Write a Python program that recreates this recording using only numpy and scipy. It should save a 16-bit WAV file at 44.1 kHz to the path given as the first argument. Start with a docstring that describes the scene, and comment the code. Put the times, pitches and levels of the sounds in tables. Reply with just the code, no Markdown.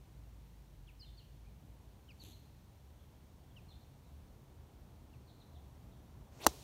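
"""An open golf course: a club swings through a teed ball, heard by a small microphone close to the ground.
The swing is a rising swish of filtered noise; the strike is a sharp crack of damped sines, a gliding pop
and noise, with echoes off ground and trees. Before it the club head brushes the grass once (clumpy noise),
and far birds chirp (gliding whistles) over traffic rumble, road roar, engine lines and hiss."""
import sys
import numpy as np
from scipy import signal
from scipy.fft import rfft, irfft, next_fast_len
from scipy.io import wavfile
from scipy.ndimage import map_coordinates

SR = 44100
rng = np.random.default_rng(int(sys.argv[2]) if len(sys.argv) > 2 else 0)


def volts(x):
    """Linear amplitude factor 10**(x/20) for a level x in dB, scalar or array-like."""
    e = np.asarray(x, float) / 20
    return 10 ** e


def int16_out(signal):
    """Quantize to a 16-bit WAV file."""
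    q = np.round(np.clip(np.atleast_2d(signal).T, -1, 1) * 32767)
    wavfile.write(sys.argv[1], SR, q.astype(np.int16))


N = 292458  # samples in the scene

# top frequency of the steady noises and of the trees' answer to the blow; the final low-pass starts here
STEADY_TOP_HZ = 15800


def unit(x):
    """Scaled to rms 1."""
    return x / np.sqrt(np.mean(x ** 2) + 1e-20)


def along(points, hz):
    """Read a (hz, value) table at any frequency, on a log frequency axis."""
    point_hz, value = np.transpose(points)
    return np.interp(np.log(hz + 1), np.log(point_hz + 1), value)


def curves(rows):
    """One value per sample for each column after the time."""
    time_s, *columns = np.transpose(rows)
    return [np.interp(np.arange(N) / SR, time_s, column) for column in columns]


def during(rows):
    """1 inside a table's time span, with 30 ms edges."""
    t = np.arange(N) / SR
    since_start = t - rows[0][0]
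    until_end = rows[-1][0] + .03 - t
    return np.clip(np.minimum(since_start, until_end) / .03, 0, 1)


def wobble(rate):
    """A smooth random curve, rate knots a second."""
    knots = rng.standard_normal(int(N * rate / SR) + 4)
    return map_coordinates(knots, [np.arange(N) * rate / SR])


def coloured(x, gain_db):
    """x through a gain in dB given as a function of frequency."""
    size = next_fast_len(x.shape[-1] + 8192)
    gain = volts(gain_db(np.fft.rfftfreq(size, 1 / SR)))
    return irfft(rfft(x, size) * gain, size)[..., :x.shape[-1]]


def band_limited(x, spectrum):
    """x coloured by a (hz, level_db) table, cut by 120 dB above STEADY_TOP_HZ."""
    return coloured(x, lambda hz: np.where(hz < STEADY_TOP_HZ, along(spectrum, hz), -120))


def noise(spectrum):
    """Coloured, band-limited noise of rms 1."""
    return unit(band_limited(rng.standard_normal(N), spectrum))


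def tone(hz, waver):
    """A fuzzy line: a sine of rms 1 whose pitch and strength then drift."""
    wavering_hz = hz * (1 + waver * wobble(6))
    return np.sqrt(2) * volts(4.0 * wobble(7)) * np.sin(2 * np.pi * np.cumsum(wavering_hz) / SR)


def ring(modes, t, attack, scatter_db):
    """Damped sines, each at a slightly new strength at every call."""
    sines = (volts(db + scatter_db * rng.normal() - 60 * t / t60) * np.sin(2 * np.pi * hz * t)
             for hz, db, t60 in modes)
    return sum(sines) * (1 - np.exp(-t / attack))


def add(track, s, sound):
    """Lay a sound on the track at time s."""
    part = track[round(s * SR):][:len(sound)]
    part += sound[:len(part)]


def trees(onset):
    """A scattered answer of energy 1 that builds over the onset time; each frequency dies at its own speed."""
    # how long the trees answer: hz, t60_s
    tree_decay = [(200, 0.53), (1000, 0.34), (4000, 0.77), (15000, .75)]
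    hz, t, z = signal.stft(rng.standard_normal(SR // 2), SR, nperseg=256)
    decay = volts(-60 * t / along(tree_decay, hz)[:, None])
    build = 1 - np.exp(-(t / onset) ** 2)
    tail = signal.istft(z * decay * build, SR, nperseg=256)[1]
    return tail / np.linalg.norm(tail)


def face_snap(t):
    """The face snaps onto the ball: a high sine that dies within a fraction of a millisecond."""
    return volts(-6.0) * np.exp(-t / .0001) * np.sin(2 * np.pi * 10500 * t)


def ball_pop(t):
    """The squashed ball swells and lets go within two cycles, its pitch sagging."""
    late = np.clip(t - .0002, 0, .003)
    swell = np.exp(-((t - .0009) / .0008) ** 2)
    return volts(-8) * swell * np.sin(2 * np.pi * (1330 * late - 220000 * late ** 2))


def head_ring(t):
    """The hollow club head rings as damped modes with a short burst of noise."""
    # modes of the head, before scatter: hz, level_db, t60_s
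    head_modes = [(2050, -27.5, 0.0083), (2950, -32, 0.0084), (3470, -28.5, 0.007), (4050, -22.5, 0.0068),
                  (4530, -22.5, .008), (4900, -23, 0.0067), (5800, -34, 0.0075), (6200, -17.5, 0.0063),
                  (6940, -22, 0.0069), (7000, -26, 0.0065), (8340, -25, 0.0044), (9240, -41, .006),
                  (9800, -33, 0.0051), (10000, -27, 0.0045), (11400, -22, 0.0044), (12200, -34, .004),
                  (13000, -32, .005), (14200, -35, .004), (15300, -39, .004)]
    burst = volts(-19 - 60 * t / 0.0049) * rng.standard_normal(len(t))
    return ring(head_modes, t, attack=0.00018, scatter_db=4.0) + burst


def turf_thud(t):
    """Tee and soil thud as low damped modes."""
    # modes of tee and soil, before scatter: hz, level_db, t60_s
    turf_modes = [(273, -31, 0.048), (316, -21.5, 0.035), (66.6, -34.5, 0.12), (173, -46, 0.12),
                  (455, -23.5, 0.019)]
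    return ring(turf_modes, t, attack=.001, scatter_db=.7)


def strike():
    """Snap, pop and ringing head start together, the thud follows; near surfaces and trees answer."""
    # near reflections of the blow: lag_ms, bass_db, treble_db
    echoes = [(1.5, -45, -5), (2.4, -22, -5), (3.25, -20, -2.5), (3.65, -21, -2.5), (4.3, -32, -7),
              (7.1, -21, -19), (14, -40, -26)]
    # colour of the trees' answer to the blow: hz, level_db_per_hz
    answer_colour = [(120, -30), (200, 2), (500, -9), (950, -11), (2000, -20), (3500, -15.5), (6000, -18),
                     (10000, -21.5), (15800, -23)]
    strike_s = 6.46553
    t = np.arange(SR // 4) / SR
    snap, pop = face_snap(t), ball_pop(t)
    out = np.zeros(N)
    add(out, strike_s, snap + head_ring(t) + pop)
    add(out, strike_s + .0019, -turf_thud(t))
    for lag_ms, bass_db, treble_db in echoes:
        # each surface sees the head from its own side
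        treble = 0.33 * snap + head_ring(t)
        add(out, strike_s + lag_ms / 1000, volts(bass_db) * pop + volts(treble_db) * treble)
    answer = band_limited(trees(onset=0.035), answer_colour)
    add(out, strike_s, volts(-22.5) * answer / np.linalg.norm(answer))
    return out


def shaft_swish():
    """Vortices leave the shaft faster as it speeds up; the ground's copy cuts notches that rise."""
    # the pitch climbs, doubling at this pace, until the club is lowest
    bottom_s, slow_hz, fast_hz, doubling_s = 6.456, 2900, 5000, 0.063
    hz, t, z = signal.stft(rng.standard_normal(N), SR, nperseg=128)
    climbing_hz = fast_hz * 2 ** (np.minimum(t - bottom_s, 0) / doubling_s)
    octaves = np.log2((hz[:, None] + 1) / np.maximum(climbing_hz, slow_hz))
    slope_db = np.where(octaves < 0, 7 * octaves, -8.5 * octaves)
    direct = signal.istft(z * volts(slope_db), SR, nperseg=128)[1][:N]
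    # the ground's copy closes in as the club drops: 2.3 ms of lag per second to go
    lag_ms = np.clip(2.3 * (bottom_s - np.arange(N) / SR), 0.017, 0.15)
    copy = np.interp(np.arange(N) - lag_ms * SR / 1000, np.arange(N), direct)
    return unit(coloured(direct + .65 * copy, lambda hz: -120 * (hz > STEADY_TOP_HZ)))


def head_whoosh():
    """The broad club head moves air as low noise of unsteady strength."""
    colour = [(120, -37), (300, 3.5), (600, 1.5), (1100, -3.5), (1800, -30), (4000, -57)]  # hz, level_db_per_hz
    return volts(2.5 * wobble(90)) * noise(colour)


def swing():
    """The shaft's swish and the head's whoosh each follow their own level curve through the swing."""
    # course of the swing: time_s, swish_db, whoosh_db (before its wobble)
    swing_levels = [(6.3, -76, -87), (6.392, -66.5, -67), (6.417, -55.5, -54), (6.448, -52.5, -48),
                    (6.457, -67, -44.5), (6.48, -57.5, -47), (6.497, -59, -59), (6.515, -71, -60.5),
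                    (6.63, -68.5, -68.5)]
    swish_db, whoosh_db = curves(swing_levels)
    return during(swing_levels) * (volts(swish_db) * shaft_swish() + volts(whoosh_db) * head_whoosh())


def brush():
    """Blades of grass slide under the sole in uneven clumps, with one tick and a soft tap as it lands."""
    # colour of brushed grass: hz, level_db_per_hz
    grass_colour = [(180, -26), (300, 5), (600, -6), (1000, -13), (1500, -24), (2500, -10.5), (3600, -3.5),
                    (4500, -8), (5200, -25), (6300, -7.5), (7600, -12), (9100, -22), (10500, -14),
                    (12000, -10), (13500, -20), (15800, -30)]
    # tap of the sole on the turf, before scatter: hz, level_db, t60_s
    sole_modes = [(300, -51, .03), (557, -55, .02), (850, -56, .018)]
    lands_s, peak_s = 2.2375, 2.258
    since = np.arange(N) / SR - peak_s
    # the stroke rises at 230 dB/s and falls at 98 dB/s
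    stroke_db = -59.5 + np.minimum(230 * since, -98 * since)
    out = volts(stroke_db + 2.1 * wobble(260)) * noise(grass_colour)
    t = np.arange(SR // 20) / SR
    tick = volts(-50 - 60 * t / 0.0099) * noise(grass_colour)[:len(t)]
    add(out, lands_s, tick)
    add(out, lands_s, ring(sole_modes, t, attack=.0006, scatter_db=1.5))
    return out


def tree_echo(note, hz):
    """Leaves return high pitches best; the nearest answer comes first and strongest."""
    tail = trees(onset=0.0053)
    near_db = 4 * np.exp(-np.arange(len(tail)) / SR / .04)
    tail = tail * volts(near_db)
    sent = note * volts(10 * np.log2(hz / hz.mean()))  # 10 dB per octave
    return signal.fftconvolve(sent, tail / np.linalg.norm(tail))


def birds():
    """Each note is one gliding whistle with an octave above it, smeared by the trees."""
    # song notes from the trees, before flutter: start_s, length_s, first_hz, last_hz, peak_db, echo_db
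    song_notes = [(0.993, 0.032, 5000, 4200, -56, -9), (1.014, .03, 4300, 4050, -58, -3.5),
                  (1.02, 0.031, 2950, 3170, -64, -4), (1.042, 0.012, 3050, 2510, -66, -5),
                  (1.045, 0.053, 3880, 3310, -68.5, 2.5), (1.171, 0.03, 4600, 3800, -61.5, -6),
                  (1.186, 0.0346, 3290, 2590, -70, 2), (1.435, 0.055, 2200, 2550, -77, 0),
                  (2.197, .036, 4550, 3650, -56, -6.5), (2.328, 0.026, 4360, 3830, -62, -3),
                  (2.96, 0.075, 3600, 2970, -83, 6), (3.48, 0.055, 3500, 3240, -80, 0),
                  (3.68, 0.058, 4330, 3040, -68.5, 5), (4.04, .06, 4050, 3690, -81, 0),
                  (3.808, 0.013, 4800, 4350, -74, -10), (5.268, 0.037, 4550, 3000, -70, 4.5),
                  (5.399, .03, 4300, 3500, -66, -2), (5.537, 0.045, 4050, 2900, -70, -2),
                  (5.915, .03, 3950, 2996, -74.5, 0)]
    # a faint low rising tone: same columns as the song
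    low_note = (5.5, .12, 643, 769, -67.5, -12)
    # opening chip of each phrase, from a nearer bird, before flutter:
    # start_s, first_hz, last_hz, peak_db, octave_db
    chip_notes = [(.87, 3600, 2050, -61, -18), (2.083, 3330, 2110, -62, -0.5), (3.558, 3290, 2330, -62, -6),
                  (5.121, 3240, 2150, -74, -12)]
    chip_s, chip_echo_db = .041, -9
    chip_bend, song_bend = 1.01, 1.35  # over 1: the glide steepens towards the end
    out = np.zeros(N)
    flutter = volts(2.7 * wobble(130))  # a random roughness in the loudness of every direct note
    tremble = wobble(110)  # the voice is never quite on pitch
    chips = [(s, chip_s, *voice, chip_echo_db, octave_db, chip_bend) for s, *voice, octave_db in chip_notes]
    song = [(*row, -27, song_bend) for row in song_notes + [low_note]]
    for s, length, first_hz, last_hz, db, echo_db, octave_db, bend in chips + song:
        u = np.arange(round(length * SR)) / (length * SR)  # 0 to 1 through the note
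        now = slice(round(s * SR), round(s * SR) + len(u))
        glide_hz = first_hz * (last_hz / first_hz) ** u ** bend
        hz = glide_hz * (1 + 0.015 * tremble[now])
        phase = 2 * np.pi * np.cumsum(hz) / SR
        # the octave grows towards the end of the note
        voice = np.sin(phase) + volts(octave_db) * u ** 2 * np.sin(2 * phase)
        note = volts(db) * np.sin(np.pi * u) ** 0.71 * voice
        add(out, s, note * flutter[now])
        add(out, s, volts(echo_db) * tree_echo(note, hz))
    return out


def engines():
    """A far engine gathering speed and steady machinery, each line a wavering sine."""
    # the engine, before drift: time_s, firing_hz, level_db
    engine_course = [(0.0, 57, -60.5), (0.7, 52, -59.5), (1.19, 54, -56), (1.6, 56, -62.5), (2.19, 61, -61),
                     (2.5, 62, -76), (2.92, 71.8, -63), (3.32, 73, -61), (3.7, 68.5, -66.5),
                     (4.81, 79, -63), (5.3, 72, -65.5), (6.4, 72.5, -64.5)]
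    # steady machinery, before drift: hz, level_db
    hum_lines = [(137, -75), (172, -80), (187, -78)]
    firing_hz, engine_db = curves(engine_course)
    hum = sum(volts(db) * tone(hz, waver=0.0081) for hz, db in hum_lines)
    return volts(engine_db) * tone(firing_hz, waver=0.0445) + hum


def rumble():
    """Distant traffic rumble: low noise in slow lumps, swelling steadily."""
    # colour of the rumble: hz, level_db_per_hz
    rumble_colour = [(13, -60), (25, -26.5), (40, -6), (52, -1), (75, -2.5), (95, -3.5), (138, -4.5),
                     (150, -9), (205, -21), (300, -20.5), (390, -38), (660, -120)]
    swell_db = 0.57 * np.arange(N) / SR  # 0.57 dB per second
    return volts(-61 + swell_db + 1.2 * wobble(3.01)) * noise(rumble_colour)


def roar():
    """Road roar: mid-band noise that gains 6 dB by the end as traffic nears."""
    # colour of the roar: hz, level_db_per_hz
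    roar_colour = [(120, -24.5), (200, -0.5), (524, -9.5), (621, -9.5), (966, -12), (1400, -21),
                   (2200, -35), (2860, -50), (4840, -120)]
    progress = np.arange(N) / (N - 1)
    return volts(-69.5 + 6 * progress ** 2 + 0.75 * wobble(2.28)) * noise(roar_colour)


def hiss():
    """Air and microphone hiss: nearly steady noise."""
    # colour of the hiss: hz, level_db_per_hz
    hiss_colour = [(880, -18), (1500, -2.5), (2230, -2.5), (2770, -3), (3380, -3), (4870, -5), (5830, -6),
                   (7690, -8.5), (8740, -8.5), (10500, -10.5), (11300, -9), (13300, -9), (14500, -9),
                   (15200, -6.5), (16000, -19.5)]
    return volts(-74.5 + 0.21 * wobble(4.1)) * noise(hiss_colour)


def scene():
    """Everything reaches one microphone."""
    background = engines() + rumble() + roar() + hiss()
    return (strike() + swing() + brush() + birds() + background)[None]


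def top_cut(x):
    """Nothing passes above the cut-off."""
    return signal.sosfilt(signal.butter(12, 16850, fs=SR, output="sos"), x)


def record(dry):
    """The microphone's housing dents the response; a separate low-pass then closes the treble."""
    # dents of the housing: mid_hz, width_hz, depth_db
    notches = [(4980, 310, -3), (7700, 370, -1.5), (10500, 480, -2)]

    def response_db(hz):
        dents = sum(db * np.exp(-((hz - mid_hz) / width_hz) ** 2) for mid_hz, width_hz, db in notches)
        slope = -np.clip(hz - STEADY_TOP_HZ, 0, None) / 60  # 1 dB per 60 Hz
        low_pass = slope - 120 * (hz > 16700)
        return dents + low_pass

    mix = coloured(dry, response_db)
    return top_cut(mix)


dry = scene()
out = record(dry)
int16_out(out)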